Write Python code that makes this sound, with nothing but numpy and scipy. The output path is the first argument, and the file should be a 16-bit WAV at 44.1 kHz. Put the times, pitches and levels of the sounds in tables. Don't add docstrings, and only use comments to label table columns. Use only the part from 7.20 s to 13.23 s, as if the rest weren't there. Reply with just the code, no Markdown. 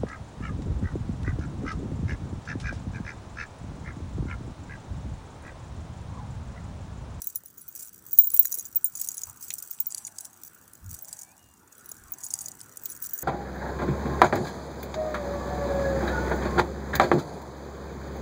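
import sys
import numpy as np
from scipy import signal
from scipy.fft import rfft, irfft, next_fast_len
from scipy.io import wavfile
from scipy.ndimage import uniform_filter1d

SR = 44100
rng = np.random.default_rng(int(sys.argv[2]) if len(sys.argv) > 2 else 0)


def to_wav(sig):
    pcm = np.clip(np.atleast_2d(sig), -1, 1) * 32767
    pcm = np.round(pcm).astype(np.int16)
    wavfile.write(sys.argv[1], SR, pcm.T)


N = 265923
TIME = np.arange(N) / SR
RING_TIME = TIME[:SR // 5]

# f/Hz, level/dB
TRAFFIC_TONE = [(25, -22), (45, -33), (75, -8), (100, 8), (140, -3.5), (280, -5), (500, -9.5), (800, -8.5),
                (1100, -13), (1450, -8), (2100, -22), (4000, -22.5), (15500, -20.5)]
# t/s, level/dB
TRAFFIC_SWELL = [(0, -1), (3.7, 3), (4.3, 0), (4.6, 4.5), (6, 6.5)]
# f/Hz, level/dB
SWELL_DEPTH = [(100, -12), (300, -3.0), (2000, 3.5), (6000, -15.5)]
# f/Hz, level/dB
ECHO_TONE = [(250, -5), (550, 2.5), (1900, -6.5), (4000, -35)]
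# t/s, f/Hz
ECHO_SPACING = [(0, 1520), (1.3, 1550), (1.9, 1140), (2.35, 1430), (2.8, 950), (3.05, 820), (3.25, 1290),
                (3.55, 1740), (3.85, 870), (4.3, 940), (4.5, 1460), (4.7, 1460), (4.95, 970), (5.3, 1020),
                (5.5, 1580), (6.03, 1620)]
# t/s, level/dB, length/s
WIND_PUFFS = [(2.09, -54, 0.098), (3.689, -43.5, 0.16), (4.284, -69, 0.041), (4.863, -56.5, 0.21)]
# f/Hz, level/dB
WIND_TONE = [(20, -10), (45, -4), (85, 4.5), (150, -10), (230, -11), (400, -45), (1500, -66)]
# t/s, f/Hz, level/dB
BIRD_WHISTLE = [(3.98, 2230, -83), (4.09, 2320, -67), (4.13, 2500, -67), (4.165, 2710, -99),
                (4.19, 2870, -69), (4.35, 2810, -75), (4.41, 2680, -93)]
# t/s, length/s, level/dB, brightness/dB
BODY_SWAYS = [(0, 0.12, -51, 3), (0.397, 0.079, -53.5, 10), (0.557, 0.094, -48, 2),
              (0.887, 0.2, -52.5, 10.5), (1.114, 0.33, -47, 11), (1.741, 0.34, -48, -0.5),
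              (2.225, 0.054, -47, 3), (2.34, .3, -51, 2.5), (2.718, 0.1, -44.5, -15),
              (2.974, 0.069, -48, -11), (3.208, 0.092, -56.5, 6), (3.715, 0.053, -46, 1),
              (3.881, .115, -48.5, -6.5), (4.521, .4, -59.5, -2), (4.988, .29, -49, -6),
              (5.671, 0.048, -48, 2.5), (5.84, 0.02, -46, 5.5), (5.98, .09, -46.5, 8.5)]
# t/s, level/dB
RESTING_SLIDE = [(0, -71), (.8, -58.5), (2, -58), (3.6, -62), (4.1, -62), (4.45, -70), (5, -56),
                 (6.03, -58)]
# f/Hz, level/dB
SLIDE_TONE = [(1500, -8), (3800, -14), (4750, -7), (5300, -17), (5900, 5.5), (6800, -20.5), (7600, 6.5),
              (9500, -0.5), (12000, -7), (15500, -12)]
# f/Hz, level/dB
CLICK_TONE = [(300, -28), (2000, -18), (3900, -6.5), (4750, -8), (5300, 1), (6000, -2), (7000, 9.5),
              (8200, 7), (9700, 11.5), (11500, -1), (13000, -8.5), (16500, -7)]
# f/Hz, level/dB
EDGE_TONE = [(3000, -113), (11000, -16), (13200, 0), (14600, -3), (15300, 19.5), (15900, -44), (16600, -17)]
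# t/s, level/dB, f/Hz, t60/s
DULL_KNOCKS = [(0.237, -44, 483, 0.011), (1.136, -48, 1230, 0.075), (1.163, -49.5, 2730, 0.053),
               (1.253, -37, 1420, 0.0069), (1.2555, -40, 500, 0.0094), (1.379, -39.5, 460, 0.016),
               (1.889, -42, 4800, 0.011), (2.07, -51.5, 1000, .25), (2.305, -29, 3260, 0.022),
               (2.32, -35.5, 2600, 0.0075), (2.588, -41.5, 3100, 0.0042), (2.879, -44.5, 2830, 0.012),
               (4.717, -41.5, 497, 0.016), (5.139, -48, 4700, 0.0092), (5.406, -44.5, 4500, .01),
               (5.657, -44.5, 4000, 0.05)]
# t/s, level/dB, f/Hz, length/s
LINK_SQUEAKS = [(1.643, -18, 9100, 0.0052), (1.681, -34, 13300, 0.0027)]
# f/Hz, level/dB, t60/s
MEDALLION_NOTES = [(3956, -16, 0.04), (5930, -1.5, 0.024), (7260, -20, 0.08), (7250, -19, 0.058),
                   (8900, -7, 0.023), (10780, 3.5, 0.053), (10000, -36, .04), (12800, -24, 0.034),
                   (15300, 2, 0.022)]
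# t/s, level/dB
MEDALLION_HITS = [(.019, -42.5), (.0427, -41.5), (.1574, -39), (.259, -46.5), (.416, -52), (.565, -52),
                  (1.1182, -41), (1.2533, -32.5), (1.2802, -56), (1.3248, -33.5), (1.3418, -39),
                  (1.386, -36.5), (1.8435, -41), (1.887, -43), (1.9448, -49), (1.97, -42), (2.3843, -50),
                  (3.008, -47), (3.257, -58), (4.581, -53), (4.659, -51), (4.691, -47.5), (5.7, -42),
                  (5.85, -42)]
# t/s, level/dB, t60/s
PENDANT_HITS = [(.071, -16.5, 0.029), (.157, -18, .043), (.486, -30, 0.048), (.93, -16, 0.074),
                (0.9867, -0.5, 0.1), (1.036, -17.5, 0.14), (1.0715, -13, 0.057), (1.143, -11, 0.064),
                (1.1932, 0.5, 0.051), (1.5576, -14, 0.15), (1.567, -11.5, 0.038), (1.6435, -14, 0.1),
                (1.814, -21, .026), (2.511, -21, 0.028), (2.602, -11.5, 0.044), (2.668, -18, 0.055),
                (3.823, -29.5, 0.059), (4.92, -21.5, 0.048), (5.636, -26, .015), (5.657, -20, .028),
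                (5.824, -23, .055), (5.934, -20.5, 0.082)]
# f/Hz, level/dB, t60/s
LINK_NOTES = [(6770, 7.5, 0.026), (7430, -26, 0.011), (5990, -2.5, 0.037), (4840, -19, 0.045)]
# f/Hz, level/dB, t60/s
BIG_LINK_NOTES = [(4774, -7, 0.015), (5420, -23.5, 0.0063)]
# t/s, click level/dB, rattle fade/s, ring level/dB
LINK_HITS = [(.0191, -43, 0.021, -53), (.0715, -46, 0.0062, -48), (.158, -47, 0.12, -46.5),
             (.5938, -43.5, .039, -48), (.623, -39.5, 0.097, -68), (.93, -45.5, 0.013, -70),
             (.9862, -41, 0.057, -53), (1.0434, -38, 0.0061, -46), (1.1027, -37, 0.0081, -63),
             (1.1369, -36.5, 0.22, -49), (1.1647, -32.5, 0.0081, -63), (1.2553, -39, 0.062, -37.5),
             (1.2804, -48, .0093, -66), (1.3252, -51, .044, -34.5), (1.3413, -39, 0.024, -40),
             (1.387, -44, .0072, -49), (1.395, -59, 0.02, -38.5), (1.408, -57, .053, -45),
             (1.4533, -54, .032, -42.5), (1.654, -37.5, 0.11, -47), (1.7527, -38, .059, -39.5),
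             (1.7717, -44, 0.021, -40.5), (1.7964, -35.5, 0.064, -49), (1.8134, -32, 0.018, -60),
             (1.8447, -37.5, .025, -46), (1.8734, -39, 0.0067, -68), (1.8872, -31, .013, -34),
             (1.916, -39, 0.02, -45), (1.9428, -51, .027, -42.5), (1.9793, -36.5, 0.0054, -38),
             (2.035, -39.5, 0.014, -34), (2.2266, -40.5, 0.16, -49), (2.3041, -37, 0.0065, -40),
             (2.338, -33, 0.012, -65), (2.3863, -43, .023, -42.5), (2.4242, -38.5, 0.03, -66),
             (2.6, -40, 0.047, -62), (2.7221, -36.5, 0.0036, -73), (2.7462, -31, 0.0066, -60),
             (2.8496, -45, .019, -41.5), (2.8675, -36.5, 0.078, -45), (2.9862, -38.5, 0.004, -68),
             (3.0061, -42, 0.01, -60), (3.0478, -46, .0085, -70), (3.534, -48, 0.0068, -119),
             (3.743, -47, 0.03, -57), (3.8884, -45, 0.023, -67), (3.928, -35.5, 0.0078, -60),
             (3.9902, -44.5, 0.051, -46), (4.7151, -37.5, 0.017, -73), (4.937, -48.5, 0.016, -46.5),
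             (5.0356, -33.5, 0.15, -41.5), (5.0647, -44, 0.034, -41), (5.105, -38.5, 0.11, -40),
             (5.1385, -26, 0.0037, -35), (5.189, -39, 0.0076, -48), (5.2077, -36, 0.16, -43),
             (5.2587, -42, 0.016, -39), (5.283, -37, 0.019, -46), (5.3166, -46, 0.0061, -48.5),
             (5.404, -46.5, 0.0049, -67), (5.413, -42, 0.0024, -75), (5.571, -40.5, 0.013, -50),
             (5.6556, -41, 0.037, -47.5), (5.718, -43, 0.083, -48), (5.823, -43, 0.048, -51),
             (5.8425, -39, 0.0031, -70), (5.8613, -44, 0.024, -42.5), (5.9337, -43, 0.034, -47.5),
             (5.988, -46, 0.035, -38)]


def amp(db):
    return 10 ** (np.asarray(db) / 20)


def unit(x):
    return x / np.sqrt(np.mean(x ** 2) + 1e-20)


def curve(rows, column=1):
    rows = np.array(rows)
    return np.interp(TIME, rows[:, 0], rows[:, column])


def tone_gain(tone, hz):
    table_hz, db = np.transpose(tone)
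    return amp(np.interp(np.log(hz + 1), np.log(table_hz), db))


def tint(x, tone):
    size = next_fast_len(len(x) + 512)
    return irfft(rfft(x, size) * tone_gain(tone, np.fft.rfftfreq(size, 1 / SR)), size)[:len(x)]


def add(mix, s, sound):
    part = mix[max(round(s * SR), 0):][:len(sound)]
    part += sound[:len(part)]


def fade(t60):
    return amp(-60 * RING_TIME / max(t60, 1e-3))


def traffic(level_db=-58.5, patchy_db=2.5, echo_gain=.5):
    hz = np.fft.rfftfreq(1024, 1 / SR)
    frames = np.minimum(np.arange(N // 256 + 5) * 256, N - 1)
    real, imag, patches = rng.standard_normal((3, len(frames), len(hz)))
    patches = uniform_filter1d(patches, size=14, axis=0)
    patches = unit(uniform_filter1d(patches, size=8, axis=1))
    echo_turns = hz / curve(ECHO_SPACING)[frames, None]
    with_echo = abs(1 + echo_gain * tone_gain(ECHO_TONE, hz) * np.exp(2j * np.pi * echo_turns))
    swell_db = curve(TRAFFIC_SWELL)[frames, None] * tone_gain(SWELL_DEPTH, hz)
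    noise = (real + 1j * imag) * tone_gain(TRAFFIC_TONE, hz)
    spectrum = noise * with_echo * amp(swell_db + patchy_db * patches)
    hum = signal.istft(spectrum.T, nperseg=1024, noverlap=768)[1][:N]
    no_rumble = signal.butter(3, 58, "high", fs=SR, output="sos")
    return amp(level_db) * unit(signal.sosfilt(no_rumble, hum))


def wind():
    strength = sum(amp(db) * np.exp(-2 * np.abs(2 * (TIME - s) / length) ** 3)
                   for s, db, length in WIND_PUFFS)
    return strength * unit(tint(rng.standard_normal(N), WIND_TONE))


def bird(waver=.006):
    wobble = unit(uniform_filter1d(rng.standard_normal(N), size=150))
    hz = curve(BIRD_WHISTLE) * (1 + waver * wobble)
    singing = (TIME > BIRD_WHISTLE[0][0]) & (TIME < BIRD_WHISTLE[-1][0])
    whistle = np.sqrt(2) * np.sin(2 * np.pi * np.cumsum(hz) / SR)
    return singing * amp(curve(BIRD_WHISTLE, column=2)) * whistle


def body_motion(rise_s=.014, fall_s=.051):
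    power = amp(curve(RESTING_SLIDE)) ** 2
    for s, length, db, _ in BODY_SWAYS:
        away = np.maximum(s - TIME, 0) / rise_s + np.maximum(TIME - s - length, 0) / fall_s
        power = power + (amp(db) * np.exp(-np.minimum(away, 20))) ** 2
    brightness_db = curve([(s + length / 2, bright_db) for s, length, _, bright_db in BODY_SWAYS])
    return 10 * np.log10(power), brightness_db


def chance_touches(per_s, sliding_db, spread_db=8):
    count = round(per_s * N / SR)
    timing, force = rng.random((count, 2)).T
    at = ((np.arange(count) + timing) / count * (N - 1)).astype(int)
    return zip(at / SR, sliding_db[at] + spread_db * (2 * force - 1))


def ring(notes, detune, scatter, contact_s=.0005):
    out = 0
    for hz, db, t60 in notes:
        turns = hz * (1 + detune * rng.uniform(-1, 1)) * RING_TIME + rng.random()
        gain = amp(db) * (1 + scatter * rng.uniform(-1, 1))
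        out = out + gain * fade(t60) * np.sin(2 * np.pi * turns)
    onset = np.sin(np.pi / 2 * np.minimum(RING_TIME / contact_s, 1)) ** 2
    return np.sqrt(2) * onset * out


def rattle(fade_s, tone, noise_share=.42, samples=2048):
    bounces = amp(6.5 * np.repeat(rng.standard_normal(len(RING_TIME) // 30), 30))
    contact = (rng.standard_normal(len(RING_TIME)) * bounces * fade(.7 * fade_s))[:samples]
    notes = [(hz, 0, np.clip(fade_s, .008, .024)) for hz in np.geomspace(4800, 14500, 9)]
    ringing = signal.fftconvolve(contact, ring(notes, detune=.075, scatter=.6)[:samples])[:samples]
    burst = noise_share ** .5 * unit(contact) + (1 - noise_share) ** .5 * unit(ringing)
    burst = tint(np.pad(burst, (16, 0)), tone)
    no_lows = signal.butter(3, 1700, "high", fs=SR, output="sos")
    burst = signal.sosfilt(no_lows, burst)
    return burst / np.linalg.norm(burst) * np.sqrt(SR / 100)


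def sliding(sliding_db, brightness_db, ticks_per_s=190, kinds=24,
            tick_db=-3, cloth_db=-7, edge_db=-3, link_db=-6):
    ticks, edges, rings = np.zeros((3, N))
    for _ in range(kinds):
        times = np.flatnonzero(rng.random(N) < ticks_per_s / kinds / SR) / SR
        fade_s = rng.uniform(.004, .02)
        tick, edge = rattle(fade_s, SLIDE_TONE), rattle(fade_s, EDGE_TONE)
        link = ring(LINK_NOTES, detune=.04, scatter=.9)
        sizes = amp(6.5 * np.minimum(rng.exponential(1, len(times)), 2.5))
        for s, size in zip(times, sizes):
            add(ticks, s, size * tick)
            add(edges, s, size * edge)
            add(rings, s, size * link)
    cloth = unit(tint(rng.standard_normal(N), SLIDE_TONE))
    metal = amp(tick_db) * unit(ticks) + amp(link_db) * unit(rings)
    metal += amp(brightness_db + edge_db) * unit(edges)
    return amp(sliding_db) * (amp(cloth_db) * cloth + metal)


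def knocks(width_share=.62):
    out = np.zeros(N)
    for s, db, hz, t60 in DULL_KNOCKS:
        half_width = width_share * hz / 2
        band = signal.butter(2, [max(hz - half_width, 60), hz + half_width], "band", fs=SR, output="sos")
        noise = unit(signal.sosfilt(band, rng.standard_normal(len(RING_TIME))))
        add(out, s, amp(db) * noise * fade(t60))
    return out


def squeaks():
    out = np.zeros(N)
    for s, db, hz, length in LINK_SQUEAKS:
        t = np.arange(0, length, 1 / SR)
        note = np.sqrt(2) * np.sin(2 * np.pi * hz * t)
        add(out, s, amp(db) * note * signal.windows.tukey(len(t), .3))
    return out


def medallion(sliding_db, gain_db=2, brushes_per_s=7, brush_db=-9):
    out = np.zeros(N)
    brushes = list(chance_touches(brushes_per_s, sliding_db + brush_db))
    for s, db in list(MEDALLION_HITS) + brushes:
        add(out, s, amp(db + gain_db) * ring(MEDALLION_NOTES, detune=.002, scatter=.6))
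        add(out, s, amp(db + gain_db) * rattle(.01, EDGE_TONE))
    return out


def pendant(ping_hz=15140, ping_db=-3, tick_db=-24, stop_t60=.024):
    out = np.zeros(N)
    gaps = np.diff([row[0] for row in PENDANT_HITS], append=N / SR)
    for (s, db, t60), gap in zip(PENDANT_HITS, gaps):
        stop = amp(-60 * np.maximum(RING_TIME - gap, 0) / stop_t60)
        add(out, s, amp(db + ping_db) * stop * ring([(ping_hz, 0, t60)], detune=.002, scatter=0))
        add(out, s, amp(db + tick_db) * rattle(.12, EDGE_TONE))
    return out


def clinks(sliding_db, brightness_db, edge_db=-2, link_db=3, big_db=4, dull_db=-18):
    light_per_s, light_click_db, light_ring_db, light_fade_s = 12, 1.5, -6.5, .011
    db_per_doubling = 11.5
    light_hits = [(s, db + light_click_db, light_fade_s, db + light_ring_db)
                  for s, db in chance_touches(light_per_s, sliding_db)]
    out = np.zeros(N)
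    for s, db, fade_s, ring_db in list(LINK_HITS) + light_hits:
        doublings = np.log2(np.clip(fade_s / light_fade_s, .1, 1))
        bright_db = np.interp(s, TIME, brightness_db) + db_per_doubling * doublings
        add(out, s, amp(db) * rattle(fade_s, CLICK_TONE))
        add(out, s, amp(db + bright_db + edge_db) * rattle(fade_s, EDGE_TONE))
        add(out, s, amp(ring_db + link_db) * ring(LINK_NOTES, detune=.025, scatter=.4))
        heaviness = np.clip(bright_db / dull_db, .3, 1.2) ** 2
        add(out, s, heaviness * amp(db + big_db) * ring(BIG_LINK_NOTES, detune=.035, scatter=.3))
    return out


def scene():
    sliding_db, brightness_db = body_motion()
    chains = clinks(sliding_db, brightness_db) + sliding(sliding_db, brightness_db) + squeaks() + knocks()
    jewellery = chains + medallion(sliding_db) + pendant()
    return (jewellery + traffic() + wind() + bird())[None]


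def record(dry):
    cutoff_hz = 16150
    low_pass = signal.firwin(255, cutoff_hz, window=("kaiser", 9), fs=SR)
    return signal.oaconvolve(dry, low_pass[None], "same")


dry = scene()
out = record(dry)
to_wav(out)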